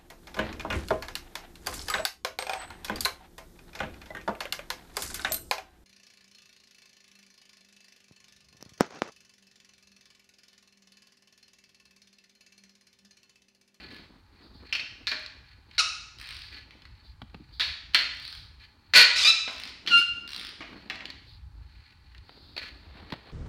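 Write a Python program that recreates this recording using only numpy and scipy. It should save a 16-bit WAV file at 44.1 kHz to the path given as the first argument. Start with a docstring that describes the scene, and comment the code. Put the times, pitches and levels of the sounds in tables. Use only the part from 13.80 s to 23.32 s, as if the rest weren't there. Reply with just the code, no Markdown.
"""A ratchet wrench loosens tight bolts on a steel floor lid in a garage.
The pawl ticks on each back swing; in the pulls the threads crack, once with a short harsh squeak.
Later pulls crack again, then creak and squeak by stick-slip friction, and a clean squeal rings out.
Last the wrench clinks as it is lifted off, and the worker gets up with rustling clothes and footfalls.
Impacts are noise bursts through resonances; friction is jerky pulses or a wavering harmonic tone."""
import sys
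import numpy as np
from scipy import signal
from scipy.fft import rfft, irfft, next_fast_len
from scipy.io import wavfile
from scipy.ndimage import map_coordinates

SR = 44100
rng = np.random.default_rng(int(sys.argv[2]) if len(sys.argv) > 2 else 0)


def master(y):
    """Save y as 16-bit WAV."""
    cut = np.clip(np.atleast_2d(y).T, -1, 1)
    pcm = np.round(cut * 32767)  # scale
    wavfile.write(sys.argv[1], SR, pcm.astype(np.int16))


N = 419832

# colour of grinding steel: frequency_hz, gain_db
GRINDING_COLOUR = [(300, -21), (1200, -13), (2400, -0.5), (4700, 3.5), (6800, -7.5), (9000, -16),
                   (15500, -38.5)]
# colour of a boot sole on the floor: frequency_hz, gain_db
SOLE_COLOUR = [(180, -61), (300, -5.5), (715, -8), (1200, -11), (3460, -14.5), (4330, -12.5), (6270, -43.5),
               (14000, -48)]


def amp(db):
    """Amplitude gain is ten to the power of decibels over twenty."""
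    return 10 ** (np.asarray(db) / 20)


def unit(x):
    """Normalise the effective (rms) amplitude to 1."""
    return x / np.sqrt(np.mean(x ** 2) + 1e-20)


def along(points, hz):
    """Interpolate (frequency_hz, value) points on a logarithmic frequency axis."""
    point_hz, values = np.transpose(points)
    return np.interp(np.log(hz + 1), np.log(point_hz + 1), values)


def curves(rows):
    """Interpolate each column linearly in time, from the first row's time to the last."""
    row_s, *columns = np.transpose(rows)
    t = np.arange(row_s[0], row_s[-1], 1 / SR)
    return [np.interp(t, row_s, column) for column in columns]


def level(rows):
    """Gain over the whole scene, linear in decibels between (time_s, level_db) rows."""
    return amp(np.interp(np.arange(N) / SR, *np.transpose(rows)))


def wobble(rate, size):
    """Smooth random fluctuation: a spline through normal deviates, rate knots per second."""
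    knots = rng.standard_normal(int(size * rate / SR) + 4)
    return map_coordinates(knots, [np.arange(size) * rate / SR])


def filtered(x, response):
    """Linear filtering: the spectrum is multiplied by a complex response of frequency."""
    padded = next_fast_len(len(x) + 4096)
    spectrum = rfft(x, padded) * response(np.fft.rfftfreq(padded, 1 / SR))
    return irfft(spectrum, padded)[:len(x)]


def noise(spectrum, size):
    """Random noise of rms 1, coloured by a (frequency_hz, gain_db) spectrum."""
    return unit(filtered(rng.standard_normal(size), lambda hz: amp(along(spectrum, hz))))


def resonance(f, centre, width):
    """Causal response of one damped mode; its bandwidth sets how fast it dies."""
    return 1j * f * width / (centre ** 2 - f * f + 1j * f * width)


def fade(t60, size, attack=0.00036):
    """Quick rise, then exponential decay by 60 dB in t60 seconds."""
    t = np.arange(size) / SR
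    return (1 - np.exp(-t / attack)) * amp(-60 * t / t60)


def add(track, s, sound):
    """Superposition: mix a sound into the track from time s, or from the start if s is negative."""
    part = track[max(round(s * SR), 0):][:len(sound)]
    part += sound[:len(part)]


def garage(x, wet_db, dull_hz=12000, build=0.00071):
    """Reverberation: a diffuse tail with weakened treble, whose decay time depends on frequency."""
    # reverberation time of the garage: frequency_hz, t60_s
    decay_times = [(150, 0.13), (600, 0.65), (2000, 0.73), (4300, 0.66), (7000, 0.73), (14000, 0.22)]
    hz, t, z = signal.stft(rng.standard_normal(SR), SR, nperseg=256)
    decay = amp(-60 * t / along(decay_times, hz)[:, None]) * (1 - np.exp(-t / build))
    tail = signal.istft(z * decay, SR, nperseg=256)[1]
    tail = amp(wet_db) * tail / np.linalg.norm(tail)
    response = filtered(tail, lambda f: 1 / (1 + 1j * f / dull_hz))
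    response[0] += 1  # direct sound
    return signal.fftconvolve(x, response)


def lid(force, modes_db=-2):
    """Modal density: a force excites the plate's crowd of modes, a few standing out; rms 1."""
    # broad colour of the crowded plate modes: frequency_hz, gain_db
    crowd_colour = [(90, -54), (220, -18.5), (400, -17.5), (600, -18.5), (850, -16), (1200, -8.5),
                    (1550, -3.5), (1950, 0.5), (2500, 2), (3300, -5), (4450, -2), (5700, -19.5),
                    (7500, -27.5), (15500, -34)]
    # modes that stand out: frequency_hz, width_hz, gain_db
    strong_modes = [(1488, 7.5, 7), (1715, 14, 7.5), (1910, 8, 0), (1993, 12, 2), (2412, 36, -3.5),
                    (3140, 12, 4), (4148, 340, 0), (4370, 60, 1), (4400, 21, 5.5), (4680, 20, 4)]
    crowd = filtered(force, lambda hz: amp(along(crowd_colour, hz)))
    strong = filtered(crowd, lambda f: sum(resonance(f, hz, width) * amp(db)
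                                           for hz, width, db in strong_modes))
    return unit(unit(crowd) + amp(modes_db) * unit(strong))


def ring(hz, width_hz, size):
    """Resonance: random shaking passes twice through one mode; rms 1."""
    return unit(filtered(rng.standard_normal(size), lambda f: resonance(f, hz, width_hz) ** 2))


def contact(t60, size):
    """Impact of steel on steel: a brief snap on top of the exponential ring-out."""
    return fade(t60, size) + amp(4) * fade(0.0049, size)


def swells(rows, rest_db):
    """Gain that follows the speed of a movement: it gathers, peaks early and comes to rest."""
    t = np.arange(N) / SR
    gain = amp(rest_db)
    for start_s, length_s, db in rows:
        peak_s = start_s + 0.22 * length_s
        speed = np.interp(t, [start_s, peak_s, start_s + length_s], [0, 1, 0])
        gain = gain + amp(db) * np.sin(np.pi / 2 * speed)
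    return gain


def stick_slip(rows, tone, jitter, grind, flutter_db):
    """Friction locks onto a pitch; roughness shakes its period and overtones and adds grinding."""
    hz, db, rough = curves(rows)
    size = len(hz)
    shaken_hz = hz * (1 + jitter * rough * wobble(900, size))
    phase = 2 * np.pi * np.cumsum(shaken_hz) / SR
    note = unit(sum(amp(gain + flutter_db * rough * wobble(120, size)) * np.sin(round(k) * phase)
                    for k, gain in tone))
    share = np.clip(grind * rough, 0, 1)
    return amp(db) * (np.sqrt(1 - share ** 2) * note + share * noise(GRINDING_COLOUR, size))


def cracks(size=8000, upper_hz=5300, upper_db=-12):
    """Sudden release: each slip of the thread shakes the lid and rings the bolt, plus a fixed upper mode."""
    # the thread breaks loose: start_s, level_db, ring_t60_s, ring_pitch_hz, ring_db
    slips = [(.926, -22, 0.056, 2740, 8), (0.931, -27, 0.067, 5130, -9), (.951, -25.5, 0.1, 2700, 1),
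             (.995, -32.5, 0.1, 2440, -1), (1.270, -19, 0.013, 4100, 8), (1.274, -26, 0.17, 4180, -0.5),
             (1.316, -27, 0.1, 1720, -0.5), (1.981, -20, 0.11, 4280, 5), (3.797, -23.5, 0.35, 3780, -6),
             (3.809, -24, 0.043, 3430, 13.5), (4.136, -39, 0.17, 3070, -6.5), (4.146, -11.5, 0.1, 3200, -9),
             (4.188, -26, 0.22, 1815, -18.5), (5.137, -16.5, 0.08, 2560, -13), (6.063, -32, .04, 3200, 1.5),
             (6.074, -24, 0.15, 3170, -2.5)]
    out = np.zeros(N)
    for start_s, db, t60, hz, ring_db in slips:
        bolt = ring(hz, 650, size) + amp(upper_db) * ring(upper_hz, 730, size)
        steel = unit(lid(rng.standard_normal(size)) + amp(ring_db) * bolt)
        add(out, start_s, garage(amp(db) * steel * contact(t60, size), wet_db=-5.5))
    return out


def creak(scatter=0.099, size_db=3, grind_db=-2, bright_db=-5, groan_hz=610, groan_db=-32):
    """Stick-slip in uneven jerks under full load, with grinding and a low groan of the plate."""
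    # course of the long creak: time_s, slips_per_s, level_db, roughness (about 0 to 1)
    course = [(5.136, 376, -25.5, 1.05), (5.16, 500, -11.5, 0.78), (5.191, 483, -10, 0.42),
              (5.228, 466, -15, 0.42), (5.247, 570, -22, 0.5), (5.292, 410, -47.5, 0.65)]
    out = np.zeros(N)
    rate, db, rough = curves(course)
    size = len(rate)
    turns = np.cumsum(rate) / SR + scatter * rough * wobble(400, size)
    # one pulse each time the slip count passes a whole number
    pulses = np.diff(np.floor(turns), prepend=0).clip(0)
    slips = pulses * amp(size_db * wobble(500, size))
    # bending waves travel slower at low pitch, which smears every jerk into a chirp
    smeared = filtered(slips, lambda hz: np.exp(-2j * np.sqrt(hz)))
    steel = lid(unit(smeared) + amp(grind_db) * rough * rng.standard_normal(size))
    groan = amp(groan_db) * ring(groan_hz, 230, size)
    grinding = amp(bright_db) * rough * noise(GRINDING_COLOUR, size)
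    add(out, course[0][0], garage(amp(db) * (steel + groan + grinding), wet_db=-5.5))
    return out


def squeaks():
    """Rough stick-slip tones as the bolt starts to turn: one harsh, then short glides that swell and fade."""
    # course of the first, harsh squeak: time_s, pitch_hz, level_db, roughness (0 to 1)
    harsh_course = [(1.98, 1348, -35.5, 0.63), (1.995, 1417, -21.5, 0.58), (2.001, 1298, -19.5, 0.52),
                    (2.009, 1262, -20.5, 0.5), (2.024, 1260, -46, 0.3)]
    # its overtones: multiple, gain_db
    harsh_tone = [(1, 2), (2, 3), (3, 2), (4, 2), (5, -12.5), (7, -12.5)]
    # run of squeaks in one pull: start_s, length_s, first_pitch_hz, last_pitch_hz, level_db, roughness (0 to 1)
    run = [(5.357, 0.084, 1333, 1258, -25, 0.62), (5.427, 0.016, 1165, 1181, -22, 0.5),
           (5.446, 0.032, 1213, 1214, -17, .33), (5.473, 0.037, 1297, 1326, -15, .22)]
    # how bolt and wrench colour the overtones: frequency_hz, gain_db
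    body_colour = [(1250, -17), (2420, 0), (2650, -5), (3600, -2), (3930, 4.5), (4850, -0.5), (5250, -7),
                   (6100, -12.5), (7500, -30.5), (11500, -36.5)]
    out = np.zeros(N)
    harsh = stick_slip(harsh_course, harsh_tone, jitter=.09, grind=.85, flutter_db=5)
    add(out, harsh_course[0][0], garage(harsh, wet_db=-3))
    # share of the length, level in dB
    shape = [(0, -11.5), (0.061, 0), (0.81, 0), (1, -11.5)]
    for start_s, length_s, first_hz, last_hz, db, rough in run:
        course = [(share * length_s, first_hz + share * (last_hz - first_hz), db + edge_db, rough)
                  for share, edge_db in shape]
        tone = [(k, along(body_colour, k * last_hz)) for k in range(1, 10)]
        squeak = stick_slip(course, tone, jitter=.065, grind=1.2, flutter_db=7)
        add(out, start_s, garage(squeak, wet_db=-4.5))
    return out


def squeal(pitch_hz=1398, waver=.006):
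    """Sustained friction tone; modulation at its pitch splits a second mode into sidebands."""
    # clean squeal, rising as the pressure eases: time_s, pitch_hz, level_db, roughness (0 to 1)
    course = [(6.095, 1400, -44, .3), (6.113, 1448, -25.5, .22), (6.124, 1392, -20, .14),
              (6.145, 1398, -15, .06), (6.168, 1400, -17.5, .06), (6.19, 1398, -20.5, .1),
              (6.204, 1420, -28, .18), (6.226, 1438, -27, .18), (6.25, 1430, -44, .25)]
    # its overtones: multiple, gain_db
    tone = [(1, -6.5), (2, 0), (3, -11), (4, -31), (5, -43), (6, -44), (7, -41), (8, -46)]
    # second mode of the bolt: time_s, pitch_hz, level_db
    second_mode = [(6.155, 5055, -62), (6.178, 5058, -31), (6.2, 5068, -34), (6.232, 5140, -62)]
    # sidebands: squeal pitches away from the second mode, gain_db
    sidebands = [(-2, -6), (-1, -8), (0, -1), (1, -16), (2, -20), (3, -15), (4, -19), (5, -25), (6, -26),
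                 (7, -31)]
    out = np.zeros(N)
    clean = stick_slip(course, tone, jitter=.12, grind=.8, flutter_db=12)
    add(out, course[0][0], garage(clean, wet_db=-7.5))
    hz, db = curves(second_mode)
    second_phase = 2 * np.pi * np.cumsum(hz) / SR
    wavering_hz = pitch_hz * (1 + waver * wobble(240, len(hz)))
    squeal_phase = 2 * np.pi * np.cumsum(wavering_hz) / SR
    whistle = sum(amp(gain) * np.sin(second_phase + round(k) * squeal_phase) for k, gain in sidebands)
    add(out, second_mode[0][0], garage(amp(db) * whistle, wet_db=-7))
    return out


def ratchet(size=1500, scatter_db=3, uneven=.06):
    """Repeated impacts: the pawl drops from tooth to tooth, strongest about midway in the back swing."""
    # back swings: start_s, length_s, teeth, extra gap at the end (share), tick level_db before the gain below
    swings = [(0.106, 0.058, 4, 0, -42), (1.364, .064, 3, 0, -42), (2.386, 0.233, 14, .9, -38),
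              (4.348, 0.227, 10, -.1, -37.5), (5.693, .2, 12, 0, -37.5), (6.477, 0.214, 14, .55, -34.5)]
    # colour of a tick: frequency_hz, gain_db
    tick_colour = [(300, -69), (1200, -4), (2400, 2), (4400, 6), (5300, -1), (6500, -21), (8000, -19),
                   (9100, -8), (10300, -21.5), (15000, -19.5)]
    gain_db, edge_db, t60 = 8, -5, .009  # dB, dB at either end of a swing, s
    out = np.zeros(N)
    for start_s, length_s, teeth, brake, db in swings:
        way = np.linspace(0, 1, round(teeth))
        gap, strength = rng.standard_normal((len(way), 2)).T
        # a positive share widens the last gaps as the hand brakes
        travel = np.cumsum(1 + brake * way ** 3 + uneven * gap)
        times = start_s + length_s * (travel - travel[0]) / np.ptp(travel)
        tick_levels = db + gain_db + edge_db * (2 * way - 1) ** 2 + scatter_db * strength
        for tick_s, tick_db in zip(times, tick_levels):
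            add(out, tick_s, amp(tick_db) * noise(tick_colour, size) * fade(t60, size))
    return garage(out, wet_db=0, dull_hz=7000)[:N]


def clinks(size=3000):
    """Damped impact: the hand-held wrench touches the bolt head and rings only briefly."""
    # contacts: start_s, level_db before a 0.5 dB cut, ring_pitch_hz, room_db
    touches = [(1.462, -34, 4300, -29), (1.912, -46, 2400, -8), (2.776, -47.5, 2720, 3),
               (2.908, -45, 2800, 0.5), (3.020, -44.5, 2880, -7), (3.053, -42, 1650, -7),
               (5.875, -32.5, 4460, 0.5), (7.099, -25, 2660, -4.5), (7.156, -35, 4040, -14),
               (7.205, -44.5, 2710, -16), (7.255, -32.5, 3170, -5), (7.302, -32, 4220, -8.5),
               (8.348, -46.5, 1920, -6), (8.38, -45.5, 3800, -19)]
    out = np.zeros(N)
    for start_s, db, hz, wet_db in touches:
        steel = unit(lid(rng.standard_normal(size)) + 0.93 * ring(hz, 1050, size))
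        add(out, start_s, garage(amp(db - 0.5) * steel * contact(0.026, size), wet_db))
    return out


def knocks(size=5000):
    """Dull impact: decaying coloured noise as the wrench handle and the hand bump the lid."""
    # bumps: start_s, level_db
    bumps = [(1.318, -30.5), (5.677, -30.5), (6.806, -37), (6.821, -39.5), (7.101, -30.5), (7.206, -40.5)]
    # colour of a bump: frequency_hz, gain_db
    bump_colour = [(120, -33), (270, -2), (450, -5), (700, -3), (1000, -2.5), (2200, 5), (3200, -1.5),
                   (4500, -6), (10000, -43)]
    out = np.zeros(N)
    for start_s, db in bumps:
        add(out, start_s, garage(amp(db) * noise(bump_colour, size) * fade(0.073, size), wet_db=-1.5))
    return out


def panel(x):
    """Sympathetic resonance: x sets the lid's slow bending modes ringing."""
    # bending modes: frequency_hz, width_hz, gain_db
    bending_modes = [(269, 1.9, 12), (620, 4.9, 8), (664, 7.2, 9), (1010, 11, -5.5)]
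    return filtered(x, lambda f: sum(amp(db) * resonance(f, hz, width) for hz, width, db in bending_modes))


def steps(size=5000):
    """Soft impact: a dull slap over a low, longer thud, and grit cracking under a sole."""
    # knees and boots meet the floor: start_s, slap_db, thud_db
    footfalls = [(3.417, -32, -36.5), (3.544, -33, -40.5), (3.599, -56.5, -37.5), (8.492, -38.5, -60),
                 (8.574, -47, -53), (8.838, -38, -52), (9.322, -19.5, -32.5), (9.335, -27.5, -62)]
    # colour of the floor under a step: frequency_hz, gain_db
    thud_colour = [(30, -15.5), (80, 5), (280, 2.5), (700, -43), (2000, -62.5)]
    # a sole scuffs over grit: start_s, level_db
    grit = [(8.765, -27.5), (8.777, -23), (8.789, -36), (8.816, -33), (8.834, -42), (9.302, -37)]
    out = np.zeros(N)
    for start_s, slap_db, thud_db in footfalls:
        slap = amp(slap_db) * noise(SOLE_COLOUR, size) * fade(0.023, size, attack=0.0013)
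        thud = amp(thud_db) * noise(thud_colour, size) * fade(0.097, size, attack=0.0018)
        add(out, start_s, garage(slap + thud, wet_db=-15.5))
    for start_s, db in grit:
        scuff = lid(rng.standard_normal(size), modes_db=-4) + amp(-7) * noise(SOLE_COLOUR, size)
        scuff = amp(db) * scuff * fade(0.026, size, attack=0.00118)
        add(out, start_s, garage(scuff, wet_db=-10.5))
    return out


def handling(grain_db=3, stroke_db=3, fold_db=3.0, crinkle_db=3):
    """Sliding friction: unevenly modulated noise for rubbed steel, rustling clothes and shuffling soles."""
    # hands and tool rub on the steel: start_s, length_s, level_db
    rubs = [(-.1, 0.4, -50), (.84, 0.14, -56.5), (1.9, 0.18, -56), (2.38, 0.36, -49.5), (2.71, 0.16, -49.5),
            (4.79, 0.085, -52.5), (6.8, 0.34, -54.5), (8.76, 0.16, -44), (8.95, 1, -65.5)]
    # arms and legs shift in the clothes: start_s, length_s, level_db
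    moves = [(-.2, 0.66, -54.5), (.5, 0.98, -62), (2.68, 0.47, -64.5), (5.68, 1.2, -61.5),
             (6.05, 0.17, -52), (6.33, 0.48, -62), (6.72, 0.8, -52.5), (8.35, 2.4, -62.5)]
    # colour of rustling cloth: frequency_hz, gain_db
    cloth_colour = [(80, -26), (170, -1.5), (290, 0.5), (480, -10.5), (700, -14), (1500, -15.5),
                    (5000, -51)]
    # soles shuffle as the worker rises: start_s, length_s, level_db
    shuffles = [(8.42, 0.54, -65.5), (8.95, 1, -56)]
    rub_force = rng.standard_normal(N) * amp(grain_db * wobble(150, N) + stroke_db * wobble(10, N))
    rub = swells(rubs, rest_db=-67) * lid(rub_force)
    folds = unit(noise(cloth_colour, N) * amp(fold_db * wobble(25, N) + crinkle_db * wobble(130, N)))
    scrape = unit(noise(SOLE_COLOUR, N) * amp(grain_db * wobble(150, N) + stroke_db * wobble(17, N)))
    soles = swells(shuffles, rest_db=-np.inf) * scrape
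    return garage(rub + soles, wet_db=-11.5)[:N] + swells(moves, rest_db=-70) * folds


def background():
    """Broadband and narrow-band noise: uneven low rumble, a swelling high hiss and still air."""
    # low rumble: time_s, level_db before a 5 dB gain
    rumble_course = [(0.0, -65), (4.74, -56.5), (4.96, -65.5), (7.25, -60.5), (7.62, -52.5), (8.2, -62.5),
                     (9.12, -57), (9.52, -61.5)]
    # colour of the rumble: frequency_hz, gain_db
    rumble_colour = [(15, -21.5), (35, -6.5), (55, 6.5), (90, 0.5), (140, -9), (300, -40), (900, -79.5)]
    # the hiss swells as the arms sweep: start_s, length_s, level_db
    swishes = [(.61, 0.13, -63), (.73, 0.14, -62), (2.48, 0.32, -51.5), (3.23, 0.11, -61),
               (3.72, 0.096, -55.5), (4.38, 0.33, -48), (7.46, 0.14, -56.5), (8.42, 0.78, -60)]
    # colour of the narrow hiss: frequency_hz, gain_db
    hiss_colour = [(2500, -33), (3500, -12), (4100, -6), (4600, -4), (5100, -17.5), (6000, -40)]
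    # colour of the still air: frequency_hz, gain_db
    air_colour = [(59, -33), (100, -6.5), (438, -33.5), (682, -31), (825, -11.5), (1060, -17.5),
                  (1620, -19), (2750, -36.5), (4280, -28), (6530, -36), (15500, -43.5)]
    rumble = unit(noise(rumble_colour, N) * amp(2.3 * wobble(17, N)))
    rumble = amp(5) * level(rumble_course) * rumble
    hiss = noise(hiss_colour, N) * amp(1.1 * wobble(33, N))
    return rumble + swells(swishes, rest_db=-77) * hiss + amp(-69.0) * noise(air_colour, N)


def scene():
    """Superposition at one microphone; wrench, bolt and knock sounds also excite the lid's bending modes."""
    steel = cracks() + creak() + squeaks() + squeal() + ratchet() + clinks() + knocks()
    return (steel + panel(steel) + steps() + handling() + background())[None]


def record(dry, top=0.55):
    """Saturation and band limit: the recorder rounds off the highest peaks and cuts the top treble."""
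    rounded = dry[0] / (1 + np.abs(dry[0] / top) ** 6) ** (1 / 6)
    return filtered(rounded, lambda hz: hz < 15900)[None]


dry = scene()
out = record(dry)
master(out)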